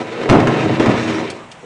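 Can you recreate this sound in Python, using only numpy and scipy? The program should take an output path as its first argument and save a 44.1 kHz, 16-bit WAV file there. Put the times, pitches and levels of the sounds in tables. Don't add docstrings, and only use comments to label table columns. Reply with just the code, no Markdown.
import sys
import numpy as np
from scipy import signal
from scipy.fft import rfft, irfft
from scipy.io import wavfile
from scipy.ndimage import uniform_filter1d

SR = 44100
rng = np.random.default_rng(int(sys.argv[2]) if len(sys.argv) > 2 else 0)


def digitize_waveform(pressure):
    field = np.atleast_2d(pressure).T
    bounded = np.clip(field, -1, 1)
    quanta = np.round(bounded * 32767).astype(np.int16)
    wavfile.write(sys.argv[1], SR, quanta)


N = 72765
T = np.arange(N) / SR

# time_s, judder_db, grit_db
FEET_LEVELS = [(0, -13, -28.5), (0.039, -24, -38.5), (0.109, -30.5, -35), (.17, -26.5, -32),
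               (.238, -19.5, -32), (.28, -18.5, -35.5), (.36, -13.5, -27), (.45, -17, -33), (.54, -14, -28),
               (.6, -17.5, -28.5), (.7, -17.5, -30.5), (0.749, -26, -25), (.78, -20.5, -29.5),
               (.87, -11, -28.5), (.96, -23.5, -28), (1.03, -24, -31), (1.11, -23.5, -28),
               (1.22, -20.5, -31), (1.29, -27.5, -33.5), (1.35, -32, -42.5), (1.39, -31.5, -45.5),
               (1.48, -49, -50.5), (1.65, -56, -56)]
# time_s, bass_db, drone_db, hiss_db
EXCITED_LEVELS = [(0, -37, -59, -40.5), (.12, -43, -39, -72), (.26, -34, -46, -69),
                  (.42, -18.5, -27.5, -47), (.53, -21.5, -21.5, -57), (.62, -21.5, -24.5, -41.5),
                  (0.731, -17.5, -16.5, -55), (.81, -25, -28, -45), (.96, -29, -17.5, -49.5),
                  (1.02, -24.5, -23, -42), (1.12, -25.5, -20.5, -41.5), (1.22, -37, -21.5, -45.5),
                  (1.299, -35.5, -39, -62), (1.36, -40.5, -47, -51.5), (1.5, -51, -49, -68),
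                  (1.65, -59.5, -60, -55)]
# freq_hz, gain_db
JUDDER_SPECTRUM = [(30, -22), (70, -24.5), (110, -13.5), (170, 2), (240, 0.5), (340, 3), (410, -0.5),
                   (500, -1.5), (700, -6), (1100, -10.5), (1600, -18.5), (3000, -27.5), (10000, -71)]
BASS_SPECTRUM = [(30, -45), (74, -34.5), (92, 0.5), (108, -4.5), (128, 6), (150, -13.5), (205, 2),
                 (260, -14), (500, -51.5), (10000, -83.5)]
GRIT_SPECTRUM = [(100, -36.5), (500, 1.5), (1000, 1), (1400, 0), (1800, 0.5), (2500, 0.5), (3100, -8),
                 (3800, -5), (4500, -13.5), (6500, -18.5), (8500, -27.5), (10000, -32)]
HISS_SPECTRUM = [(300, -50), (2500, -31), (3700, 12), (4500, 4), (5600, 13), (7300, 3.5), (8500, 1),
                 (10000, -4)]
# pitch_hz, level_db, t60_s
CABINET_MODES = [(112, -3.5, .3), (220, -14, 0.16), (241.6, 0.5, 0.22), (332.6, -11, 0.74),
                 (382.5, 4.5, 0.068), (398, -11.5, 0.11), (578, 0.5, 0.1), (626, -0.5, 0.47),
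                 (743.6, -30, 0.21), (845, -27.5, 0.9), (1062, 5.5, 0.58), (1744, 4, 0.19),
                 (1950, 11.5, 0.9)]
DRONE_MODES = [(237, -3.5, 0.16), (322.8, -2, .3)]
# centre_s, sigma_s, pitch_hz, width_hz, level_db
FOOT_RASPS = [(0.216, 0.058, 465, 111, -25), (0.612, 0.02, 2450, 400, -27.5),
              (0.807, 0.011, 380, 119, -13.5), (1.424, .02, 1170, 300, -40), (1.64, 0.006, 516, 201, -32.5)]
# start_s, panel_db, crack_db, thud_db, heave_db, contact_s
BLOWS = [(0.2911, -10.5, -3.5, -10.5, -4, 0.00086), (.298, 0, 5, -2.5, 9, 0.0017),
         (.311, 3, -8, -29, 2.5, 0.0028), (0.3269, 1, -5.5, -20, -7, 0.00048),
         (.343, -5.5, -18, -28, -4, 0.00024), (.352, -3.5, -19, -8.5, -3, 0.00054),
         (0.4009, -10, -5, -9, -19, 0.00058), (0.4716, -9.5, -2, -27, -9, .0002),
         (.480, -12, -21.5, -21, -19, 0.00013), (0.7978, -6.5, -3.5, -23, -7, 0.0011),
         (.809, -9, -14.5, -26, -21, .0009), (0.8597, -8, -3.5, -34, -10, 0.0018),
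         (.878, -1.5, -30, -7, -13, 0.0024), (.893, -3, -19, -14, -20, 0.0021),
         (0.939, -4.5, -16, -17, -42, 0.0028), (.982, -16, -20, -32, -28, 0.0039),
         (1.634, -36, -49, -60, -61, 0.00042)]
# freq_hz, gain_db
PANEL_SPECTRUM = [(30, -37), (70, -14), (120, -32.5), (170, -0.5), (235, 3.5), (300, 4.5), (400, -3.5),
                  (700, -1.5), (1300, -8), (2500, -19.5), (5000, -42), (10000, -36)]
CRACK_SPECTRUM = [(100, -16), (500, -15.5), (1000, 6), (2500, 4.5), (4000, -5.5), (6500, -12.5),
                  (10000, -25)]
# start_s, level_db
CLICKS = [(1.3012, -3.5), (1.305, -10.5), (1.5161, -11), (1.5217, -19)]
# freq_hz, gain_db
CLICK_SPECTRUM = [(200, -40), (1500, 4), (3000, 9.5), (4500, 6), (6500, 2.5), (8000, 0), (10000, -6)]
ROOM_NOISE_SPECTRUM = [(25, -10), (60, -10.5), (130, 3), (300, -4.5), (900, -0.5), (1500, -7), (2700, -10),
                       (5000, -26.5), (7800, -21), (10000, -31)]
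# freq_hz, t60_s
ROOM_DECAY = [(60, 0.85), (200, 0.55), (1000, 0.57), (3000, 0.38), (10000, 0.16)]

JUDDER_DB, BASS_DB, DRONE_DB, GRIT_DB, HISS_DB = -1, -2, -0.5, 2.5, 0.5
PANEL_DB, CRACK_DB, THUD_DB, HEAVE_DB, BOOM_DB = 19.5, 9.5, 21.5, 9, -13


def amp(db):
    return 10 ** (np.asarray(db) / 20)


def unit_rms(x):
    return x / np.sqrt(np.mean(x ** 2) + 1e-20)


def unit_energy(x):
    return x / np.linalg.norm(x)


def lookup(table, hz):
    freq_hz, value = np.transpose(table)
    return np.interp(np.log(hz + 1), np.log(freq_hz + 1), value)


def curves(table):
    time_s, *columns = np.transpose(table)
    return [np.interp(T, time_s, column) for column in columns]


def add(mix, start_s, sound):
    part = mix[max(round(start_s * SR), 0):][:len(sound)]
    part += sound[:len(part)]


def convolve(x, response):
    return signal.fftconvolve(x, response)[:N]


def colour(x, spectrum, size=4096):
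    log_gain = np.log(amp(lookup(spectrum, abs(np.fft.fftfreq(size, 1 / SR)))))
    response = np.fft.ifft(np.exp(np.conj(signal.hilbert(log_gain)))).real[:size // 2]
    return convolve(x, unit_energy(response))


def decay(t60_s):
    return np.exp(-np.log(1000) * T / t60_s)


def burst(t60_s):
    return unit_energy(rng.standard_normal(N) * decay(t60_s))


def swing(hz, t60_s):
    return unit_energy(np.sin(2 * np.pi * hz * T) * T * decay(t60_s))


def steady(x, evenness=0.3, size=2600):
    power = uniform_filter1d(unit_rms(x) ** 2, size) + 0.01
    return unit_rms(x / power ** (evenness / 2))


def room(x, wet_db, early_db=7, delay_s=0.002):
    near_corner = 1 + amp(early_db) * decay(t60_s=0.03)
    reflections = rng.standard_normal(N) * (T > delay_s) * near_corner
    hz, time_s, bands = signal.stft(reflections, SR, nperseg=256)
    fade = np.exp(-np.log(1000) * time_s / lookup(ROOM_DECAY, hz)[:, None])
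    tail = unit_energy(signal.istft(bands * fade, SR, nperseg=256)[1])
    return (x + amp(wet_db) * convolve(x, tail)) / np.hypot(1, amp(wet_db))


def cabinet(force, ring_db=-28.5):
    ring = sum(amp(db) * np.cos(2 * np.pi * hz * T) * unit_energy(decay(t60_s))
               for hz, db, t60_s in CABINET_MODES)
    return force + amp(ring_db) * convolve(force, ring)


def stick_slip(rate_hz=85, jitter=0.35, spread_db=3, count=400):
    gap, strength = rng.standard_normal((count, 2)).T
    starts_s = np.cumsum(np.exp(jitter * gap)) / rate_hz
    slips = np.zeros(N)
    for start_s, db in zip(starts_s, spread_db * strength):
        add(slips, start_s, amp([db]))
    return slips


def shudder(slips, judder_db, bass_db, drone_db, rub_gain=0.6, low_cut_hz=76):
    force = unit_rms(slips - slips.mean()) + rub_gain * rng.standard_normal(N)
    bass = steady(colour(force, BASS_SPECTRUM), evenness=1, size=1700)
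    drone = unit_rms(sum(amp(db) * steady(convolve(force, swing(hz, t60_s)))
                         for hz, db, t60_s in DRONE_MODES))
    judder = steady(room(colour(cabinet(force), JUDDER_SPECTRUM), wet_db=-2))
    body = judder * amp(judder_db) + bass * amp(bass_db) + drone * amp(drone_db)
    return signal.sosfilt(signal.butter(4, low_cut_hz, "highpass", fs=SR, output="sos"), body)


def scrape(slips, grit_db, hiss_db, grains_per_s=3000, spread_db=2.5, patch_db=2):
    grains = (rng.random(N) < grains_per_s / SR) * rng.choice([-1, 1], N)
    grains = grains * amp(spread_db * np.minimum(rng.exponential(1, N), 4))
    patches = unit_rms(uniform_filter1d(uniform_filter1d(rng.standard_normal(N), 700), 700))
    surges = 1 + 0.13 * unit_rms(convolve(slips, decay(t60_s=0.0068)))
    grains *= surges * amp(patch_db * patches)
    grit = unit_rms(room(colour(grains, GRIT_SPECTRUM), wet_db=-2))
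    hiss = unit_rms(room(colour(grains, HISS_SPECTRUM), wet_db=18))
    return grit * amp(grit_db) + hiss * amp(hiss_db)


def slide():
    judder_db, grit_db = curves(FEET_LEVELS)
    bass_db, drone_db, hiss_db = curves(EXCITED_LEVELS)
    slips = stick_slip()
    body = shudder(slips, JUDDER_DB + judder_db, BASS_DB + bass_db, DRONE_DB + drone_db)
    return body + scrape(slips, GRIT_DB + grit_db, HISS_DB + hiss_db)


def rasps():
    hz, out = np.fft.rfftfreq(N, 1 / SR), np.zeros(N)
    for centre_s, sigma_s, pitch_hz, width_hz, db in FOOT_RASPS:
        resonance = 1 / (1 + (2 * (hz - pitch_hz) / width_hz) ** 2)
        chatter = irfft(rfft(rng.standard_normal(N)) * resonance, N)
        swell = np.exp(-0.5 * ((T - centre_s) / sigma_s) ** 2)
        out += amp(db) * steady(chatter, size=900) * swell
    return out


def knocks():
    force, cracks, low = np.zeros((3, N))
    for start_s, panel_db, crack_db, thud_db, heave_db, contact_s in BLOWS:
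        pulse = np.exp(-2 * np.pi * T / contact_s)
        add(force, start_s, amp(panel_db) * room(pulse / pulse.sum(), wet_db=2))
        add(cracks, start_s, amp(crack_db) * burst(t60_s=0.03))
        add(low, start_s, amp(THUD_DB + thud_db) * swing(hz=116, t60_s=0.066))
        add(low, start_s, amp(HEAVE_DB + heave_db) * swing(hz=41.5, t60_s=0.018))
    panels = colour(cabinet(force), PANEL_SPECTRUM)
    cracks = room(colour(cracks, CRACK_SPECTRUM), wet_db=-2)
    return amp(PANEL_DB) * panels + amp(CRACK_DB) * cracks + low


def boom(start_s=0.35, pitch_hz=156.6):
    out = np.zeros(N)
    envelope = decay(t60_s=0.93) * (1 - decay(t60_s=0.05))
    add(out, start_s, amp(BOOM_DB) * np.sin(2 * np.pi * pitch_hz * T) * envelope)
    return out


def ticks(gain_db=1):
    clicks = np.zeros(N)
    for start_s, db in CLICKS:
        add(clicks, start_s, amp(db) * burst(t60_s=0.054))
    return amp(gain_db) * room(colour(clicks, CLICK_SPECTRUM), wet_db=-8)


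def scene():
    room_noise = amp(-41.5) * unit_rms(colour(rng.standard_normal(N), ROOM_NOISE_SPECTRUM))
    return (knocks() + boom() + slide() + rasps() + ticks() + room_noise)[None]


def record(dry):
    knee, low_cut_hz, edge_hz = 8, 12, 10150
    limit = np.where(dry > 0, 0.8, 1.03)
    clipped = dry / (1 + abs(dry / limit) ** knee) ** (1 / knee)
    highpass = signal.butter(1, low_cut_hz, "highpass", fs=SR, output="sos")
    lowpass = signal.firwin(511, edge_hz, window=("kaiser", 8), fs=SR)
    return signal.oaconvolve(signal.sosfilt(highpass, clipped), lowpass[None], "same")


dry = scene()
out = record(dry)
digitize_waveform(out)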